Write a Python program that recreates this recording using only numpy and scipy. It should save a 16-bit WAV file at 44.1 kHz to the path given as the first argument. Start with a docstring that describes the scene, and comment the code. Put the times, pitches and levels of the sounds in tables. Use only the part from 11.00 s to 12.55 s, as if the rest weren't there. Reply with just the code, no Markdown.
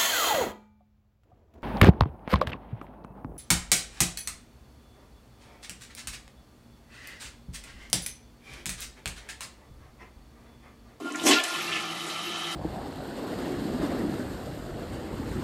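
"""A toilet is flushed in a small tiled bathroom. Lever and chain tick: short bursts of filtered noise.
The valve lifts with a hollow gush and a brief clang, and the tank's tube hums: noise through resonances.
Water runs from the rim as splash, wash and spray, and slaps the bowl in short pitched bursts of drops.
It swirls on while the air of bowl and drain rings in a few broad, flickering tones."""
import sys
import numpy as np
from scipy import signal
from scipy.fft import rfft, irfft, next_fast_len
from scipy.io import wavfile
from scipy.ndimage import uniform_filter1d

SR = 44100
rng = np.random.default_rng(int(sys.argv[2]) if len(sys.argv) > 2 else 0)


def inscribe(sig):
    """Save sig as 16-bit PCM at rate SR to the path in sys.argv[1].

    A 1-D sig is mono; a 2-D sig holds one channel per row.
    Samples are clipped to [-1, 1] before scaling.
    """
    pcm = np.round(np.clip(np.atleast_2d(sig).T, -1, 1) * 32767)
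    wavfile.write(sys.argv[1], SR, pcm.astype(np.int16))


N = 68355  # samples


def amp(db):
    """Decibels to a linear factor."""
    return 10 ** (np.asarray(db) / 20)


def rms_one(x):
    """Scale to an rms of 1."""
    return x / np.sqrt(np.mean(x ** 2) + 1e-20)


def band_pass(x, order, low_hz, high_hz):
    """Keep only the band between two edges."""
    return signal.sosfilt(signal.butter(order, [low_hz, high_hz], "band", fs=SR, output="sos"), x)


def in_time(rows):
    """Columns of a curve table, one value per sample; the first and last rows hold outside the table."""
    start_s, *columns = np.transpose(rows)
    t = np.arange(N) / SR
    return [np.interp(t, start_s, column) for column in columns]


TANK_FADE_S, TANK_FADE_DB = 0.082, -4


def fading(rows):
    """A tank curve that sinks a little after its last row, then holds."""
    last_s, *last_db = rows[-1]
    sunk = (last_s + TANK_FADE_S, *(np.array(last_db) + TANK_FADE_DB))
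    return in_time(list(rows) + [sunk])


def drift(rate_hz):
    """Slow chance with spread 1: noise through two equal poles at rate_hz, one value per 40 samples."""
    step = 40
    r = np.exp(-2 * np.pi * rate_hz * step / SR)
    noise = rng.standard_normal(N // step + 2002)
    slow = signal.lfilter([1], [1, -2 * r, r * r], noise)[2000:]  # drop the run-in
    return np.interp(np.arange(N) / step, np.arange(len(slow)), rms_one(slow))


DROPS_PER_S, DROP_SPREAD_DB = 3000, 3.5
DROP_SHARE = 0.55  # of the power; the rest is smooth noise


def water():
    """Turbulence: smooth noise mixed with a hail of uneven drops."""
    unevenness = np.minimum(rng.exponential(1, N), 5)
    sizes = amp(DROP_SPREAD_DB * unevenness) * rng.choice([-1, 1], N)
    drops = rms_one(sizes * (rng.random(N) < DROPS_PER_S / SR))
    return np.sqrt(DROP_SHARE) * drops + np.sqrt(1 - DROP_SHARE) * rng.standard_normal(N)


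FLICKER_HZ = 22.2  # how fast the resonances flicker


def resonate(x, modes, flicker_db, steady, order=1):
    """Parallel resonances, each flickering on its own; steady 0-1 evens out their swells; rms 1."""
    out = 0
    for k, (pitch_hz, width_hz, level_db) in enumerate(modes):
        r = np.exp(-np.pi * width_hz / SR)
        gain = (1 - r * r) / 2
        stage = [gain, 0, -gain, 1, -2 * r * np.cos(2 * np.pi * pitch_hz / SR), r * r]
        ring = signal.sosfilt([stage] * order, x)
        power = uniform_filter1d(ring ** 2, size=SR // 60) / np.mean(ring ** 2)
        swell = np.sqrt(power + .03)
        level = amp(level_db + flicker_db * drift(FLICKER_HZ))
        out = out + (-1) ** k * level * ring / swell ** steady  # alternate signs
    return rms_one(out)


def coloured(spectrum, patchy_db):
    """Third-octave bands of water noise, each at its own level and patchy; rms 1."""
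    pitch_hz, density_db = np.transpose(spectrum)
    source = [water(), water()]  # neighbouring bands take turns
    edges = pitch_hz[0] * 2 ** np.arange(0, np.log2(pitch_hz[-1] / pitch_hz[0]), 1 / 3)
    out = 0
    for k, low in enumerate(edges):
        high = low * 2 ** (1 / 3)
        band = band_pass(source[k % 2], 2, low, high)
        band_db = np.interp(np.log(low * high) / 2, np.log(pitch_hz), density_db)
        out = out + amp(band_db + patchy_db * drift(13.5)) * band
    return rms_one(out)


def puffs(rows, source, rise_s, span):
    """Each row is a short burst around its pitch: it rises, then dies fast."""
    out, t = np.zeros(N + SR), np.arange(SR // 4) / SR
    for start_s, level_db, pitch_hz, t60_s in rows:
        i = int(start_s * SR)
        shape = amp(level_db - 60 * t / t60_s) * np.minimum(t / rise_s, 1)
        burst = band_pass(source[i:i + len(t)], 3, pitch_hz / span, pitch_hz * span) * shape
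        out[i:i + len(t)] += rms_one(burst) * np.sqrt(np.mean(shape ** 2))
    return out[:N]


ROOM_T60_S, ROOM_DB = 0.21, -4


def bathroom(x):
    """Echoes between tiled walls: eight feedback delays of 11 to 29 ms, computed as a spectrum."""
    size = next_fast_len(N + SR)
    w = 2 * np.pi * np.arange(size // 2 + 1) / size
    echo = 0
    for k, lag in enumerate((SR * np.linspace(.011, .029, 8)).astype(int)):
        feedback = amp(-60 * lag / SR / ROOM_T60_S)
        loop = 1 / (1 - feedback * np.exp(-1j * w * lag)) - 1  # without the direct sound
        echo = echo + (-1) ** k * loop
    return irfft(rfft(x, size) * echo, size)[:N] / np.sqrt(8)


# drain drone: start_s, level_db
DRAIN_LEVEL = [(0.0, -54.5), (0.132, -62.5), (0.272, -41.5), (0.354, -78), (0.508, -60.5), (0.6, -47.5),
               (1.55, -49.5)]
# resonances of the drain: pitch_hz, width_hz, level_db (relative)
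DRAIN_TONES = [(99, 14, -11.5), (165.4, 7.6, 2.5), (224, 26, -6)]


def drain():
    """The turning water sets the air of the drain droning."""
    (level_db,) = in_time(DRAIN_LEVEL)
    return amp(level_db) * resonate(water(), DRAIN_TONES, flicker_db=1.5, steady=0.37)


# hum of the tank's tube: start_s, main_db, side_db
HUM_LEVEL = [(0.0, -64, -66.5), (0.055, -38, -59), (0.094, -43, -60), (0.115, -71, -53),
             (0.152, -38.5, -52), (0.2, -48, -53), (0.268, -40, -45), (0.335, -32.5, -32),
             (0.37, -29, -30.5), (0.44, -50, -38), (0.52, -38.5, -41.5), (0.565, -38, -35), (0.6, -38, -53),
             (0.636, -70, -46), (0.76, -48, -42), (0.88, -52, -48)]
# main and side resonances of the tube: pitch_hz, width_hz (of each of two stages), level_db (relative)
TUBE_MAIN = [(1401, 16, 0)]
TUBE_SIDES = [(1054, 26, -4), (1750, 24, 0)]


def tube_hum():
    """Water noise excites narrow tones in the tank's tube."""
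    main_db, side_db = fading(HUM_LEVEL)
    main = resonate(water(), TUBE_MAIN, flicker_db=3.0, steady=1.0, order=2)
    sides = resonate(water(), TUBE_SIDES, flicker_db=3.0, steady=0.7, order=2)
    return amp(main_db) * main + amp(side_db) * sides


# ticks of lever and chain: start_s, level_db (decay start, before the rise), pitch_hz, t60_s
TICK_HITS = [(.1216, -36, 7430, 0.02), (.157, -31.5, 6700, 0.031), (.1974, -24.5, 3250, 0.015),
             (.2374, -29.5, 7600, 0.022), (.2670, -19, 2420, 0.019), (.4374, -25, 6950, 0.035),
             (.4380, -27, 8800, 0.038)]


def ticks():
    """Lever and chain tick: sharp bursts of band-passed noise."""
    return puffs(TICK_HITS, rng.standard_normal(N), rise_s=0.00049, span=1.26)


# valve lifting, felt in the tank: start_s, boom_db, rattle_db
GUSH_LEVEL = [(0.0, -34.5, -38), (0.038, -40.5, -63), (0.056, -33.5, -41.5), (0.1, -52, -47),
              (0.112, -35, -52), (0.208, -44.5, -43.5), (0.23, -35, -44.5), (0.27, -19, -25.5),
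              (0.296, -18, -27), (0.34, -24.5, -33), (0.488, -66, -42.5), (0.52, -51, -46.5)]
# valve seat ringing briefly at the top of the gush: start_s, level_db
CLANG_CURVE = [(.25, -49), (.286, -22), (.318, -27), (.35, -53), (.42, -80)]
# resonances of tank, valve and seat: pitch_hz, width_hz (of each stage; the seat has two), level_db (relative)
TANK_TONES = [(246.4, 9, -4), (293.7, 19.7, 0), (334.2, 34, -4), (405, 44, -11)]
VALVE_TONES = [(633, 84, -2.5), (748, 132, -3), (1081, 56, -6.5)]
SEAT_TONES = [(1035, 12, 0), (1084, 15, 0)]


def gush():
    """The lifting valve drives the tank's hollow boom, its own rattle and the clang of its seat."""
    boom_db, rattle_db = fading(GUSH_LEVEL)
    (clang_db,) = in_time(CLANG_CURVE)
    thin = signal.sosfilt(signal.butter(4, 200, "high", fs=SR, output="sos"), water())
    boom = resonate(thin, TANK_TONES, flicker_db=2.0, steady=0.75)
    rattle = resonate(water(), VALVE_TONES, flicker_db=2.0, steady=0.99)
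    clang = resonate(water(), SEAT_TONES, flicker_db=3.0, steady=0.75, order=2)
    return amp(boom_db) * boom + amp(rattle_db) * rattle + amp(clang_db) * clang


# slaps of water on the bowl: start_s, level_db (decay start, before the rise), pitch_hz, t60_s
SLAP_HITS = [(.1420, -26, 1950, 0.065), (.3080, -19.5, 3660, 0.14), (.3250, -23.5, 3800, 0.19),
             (.3750, -21, 2800, 0.15), (.6050, -24.5, 2360, 0.069), (.7150, -25, 2660, 0.13),
             (.7550, -23.5, 2430, 0.12), (1.092, -31.5, 3750, 0.16)]


def slaps():
    """Water slaps the bowl: softer-edged bursts of band-passed water noise."""
    return puffs(SLAP_HITS, water(), rise_s=0.012, span=1.282)


# air over the swirl: start_s, low_db, middle_db, high_db (hissing tone, before its flutter)
SWIRL_LEVEL = [(.3, -46.5, -51.5, -59), (.5, -50, -43, -64), (.56, -42, -40.5, -39), (.7, -42.5, -40, -53),
               (.88, -43.5, -40, -44.5), (1.02, -51, -42, -39), (1.08, -35.5, -41, -48.5),
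               (1.18, -64, -39, -40.5), (1.28, -38.5, -43, -39.5), (1.34, -48, -41, -40.5),
               (1.4, -44, -40, -36.5), (1.55, -44.5, -39.5, -39.5)]
# low, middle and high resonances of the bowl: pitch_hz, width_hz (of each stage; low and high have two),
# level_db (relative)
BOWL_LOW_TONES = [(312, 42, -6), (338, 30, 6.5)]
BOWL_TONES = [(764, 105, -5), (1185, 26.5, 2.5), (1248, 22, 3), (1344, 23, 4.5), (1782, 33, -7),
              (2162, 18, -4)]
BOWL_HIGH_TONES = [(3004, 84, -1), (3100, 23, -2.5), (3135, 82, -0.5), (3784, 210, -9)]
FLUTTER_HZ, FLUTTER_DB = 35, 1.5  # the high tone trembles


def swirl():
    """The turning water sets the air of the bowl ringing."""
    low_db, middle_db, high_db = in_time(SWIRL_LEVEL)
    low = resonate(water(), BOWL_LOW_TONES, flicker_db=1.5, steady=0.63, order=2)
    middle = resonate(water(), BOWL_TONES, flicker_db=1.5, steady=0.44)
    flutter_db = FLUTTER_DB * drift(FLUTTER_HZ)
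    high = resonate(water(), BOWL_HIGH_TONES, flicker_db=1.5, steady=0.92, order=2)
    return amp(low_db) * low + amp(middle_db) * middle + amp(high_db + flutter_db) * high


# water leaving the rim: start_s, splash_db (before the 5 dB trim), spray_db
RIM_LEVEL = [(0.0, -53.5, -53), (0.112, -44, -56.5), (0.158, -48, -52), (0.18, -41, -51), (0.224, -39, -43),
             (0.25, -38, -37), (0.274, -23.5, -24.5), (0.31, -21.5, -26), (0.335, -18.5, -37.5),
             (0.43, -39.5, -45.5), (0.44, -30, -37), (0.466, -34, -41.5), (0.626, -34, -43),
             (0.742, -33.5, -46.5), (0.858, -37.5, -46.5), (0.97, -38.5, -46.5), (1.55, -37.5, -46.5)]
# ringing of the splash: pitch_hz, width_hz, level_db (relative)
SPLASH_TONES = [(2001, 37, -1.5), (2383, 73, -3), (2605, 37, -0.5), (2725, 38, -1), (3018, 58, -2),
                (3404, 16, -0.5), (4020, 16, -1)]
# water between the tones: pitch_hz, density_db (relative, per Hz)
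WASH_SPECTRUM = [(35, -58), (60, -21), (160, -17), (275, -36), (333, 5), (463, -1), (962, -15), (1210, -7),
                 (1590, -3), (3060, -6.5), (6000, -8.5), (8000, -51)]
# bright spray: pitch_hz, density_db (relative, per Hz)
SPRAY_SPECTRUM = [(2650, -13), (4500, -7.5), (5230, -17), (5900, -3), (6630, -2.5), (10700, -8.5),
                  (14000, -18.5), (15500, -49)]
BROAD_DB, WASH_DB = -0.5, -2  # against the ringing splash


def rim():
    """Jets from the rim: ringing splash, broad wash and bright spray."""
    splash_db, spray_db = in_time(RIM_LEVEL)
    broad = rms_one(band_pass(water(), 2, 1900, 5000))
    ringing = resonate(water(), SPLASH_TONES, flicker_db=4.5, steady=0.12)
    wash = coloured(WASH_SPECTRUM, patchy_db=2.0)
    splash = ringing + amp(BROAD_DB) * broad + amp(WASH_DB) * wash
    spray = coloured(SPRAY_SPECTRUM, patchy_db=2.5)
    return amp(splash_db - 5) * splash + amp(spray_db) * spray


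def scene():
    """Tank above, water in bowl and drain; only ticks and slaps get room echoes."""
    hits = ticks() + slaps()
    echoes = amp(ROOM_DB) * bathroom(hits)
    flow = gush() + tube_hum() + rim() + swirl() + drain()
    return (flow + hits + echoes)[None]


def record(dry):
    """The small microphone softens the deep bass; the top is cut."""
    x = signal.sosfilt(signal.butter(1, 60, "high", fs=SR, output="sos"), dry)
    return signal.sosfilt(signal.cheby2(12, 70, 15800, fs=SR, output="sos"), x)  # 70 dB down at 15.8 kHz


dry = scene()
out = record(dry)
inscribe(out)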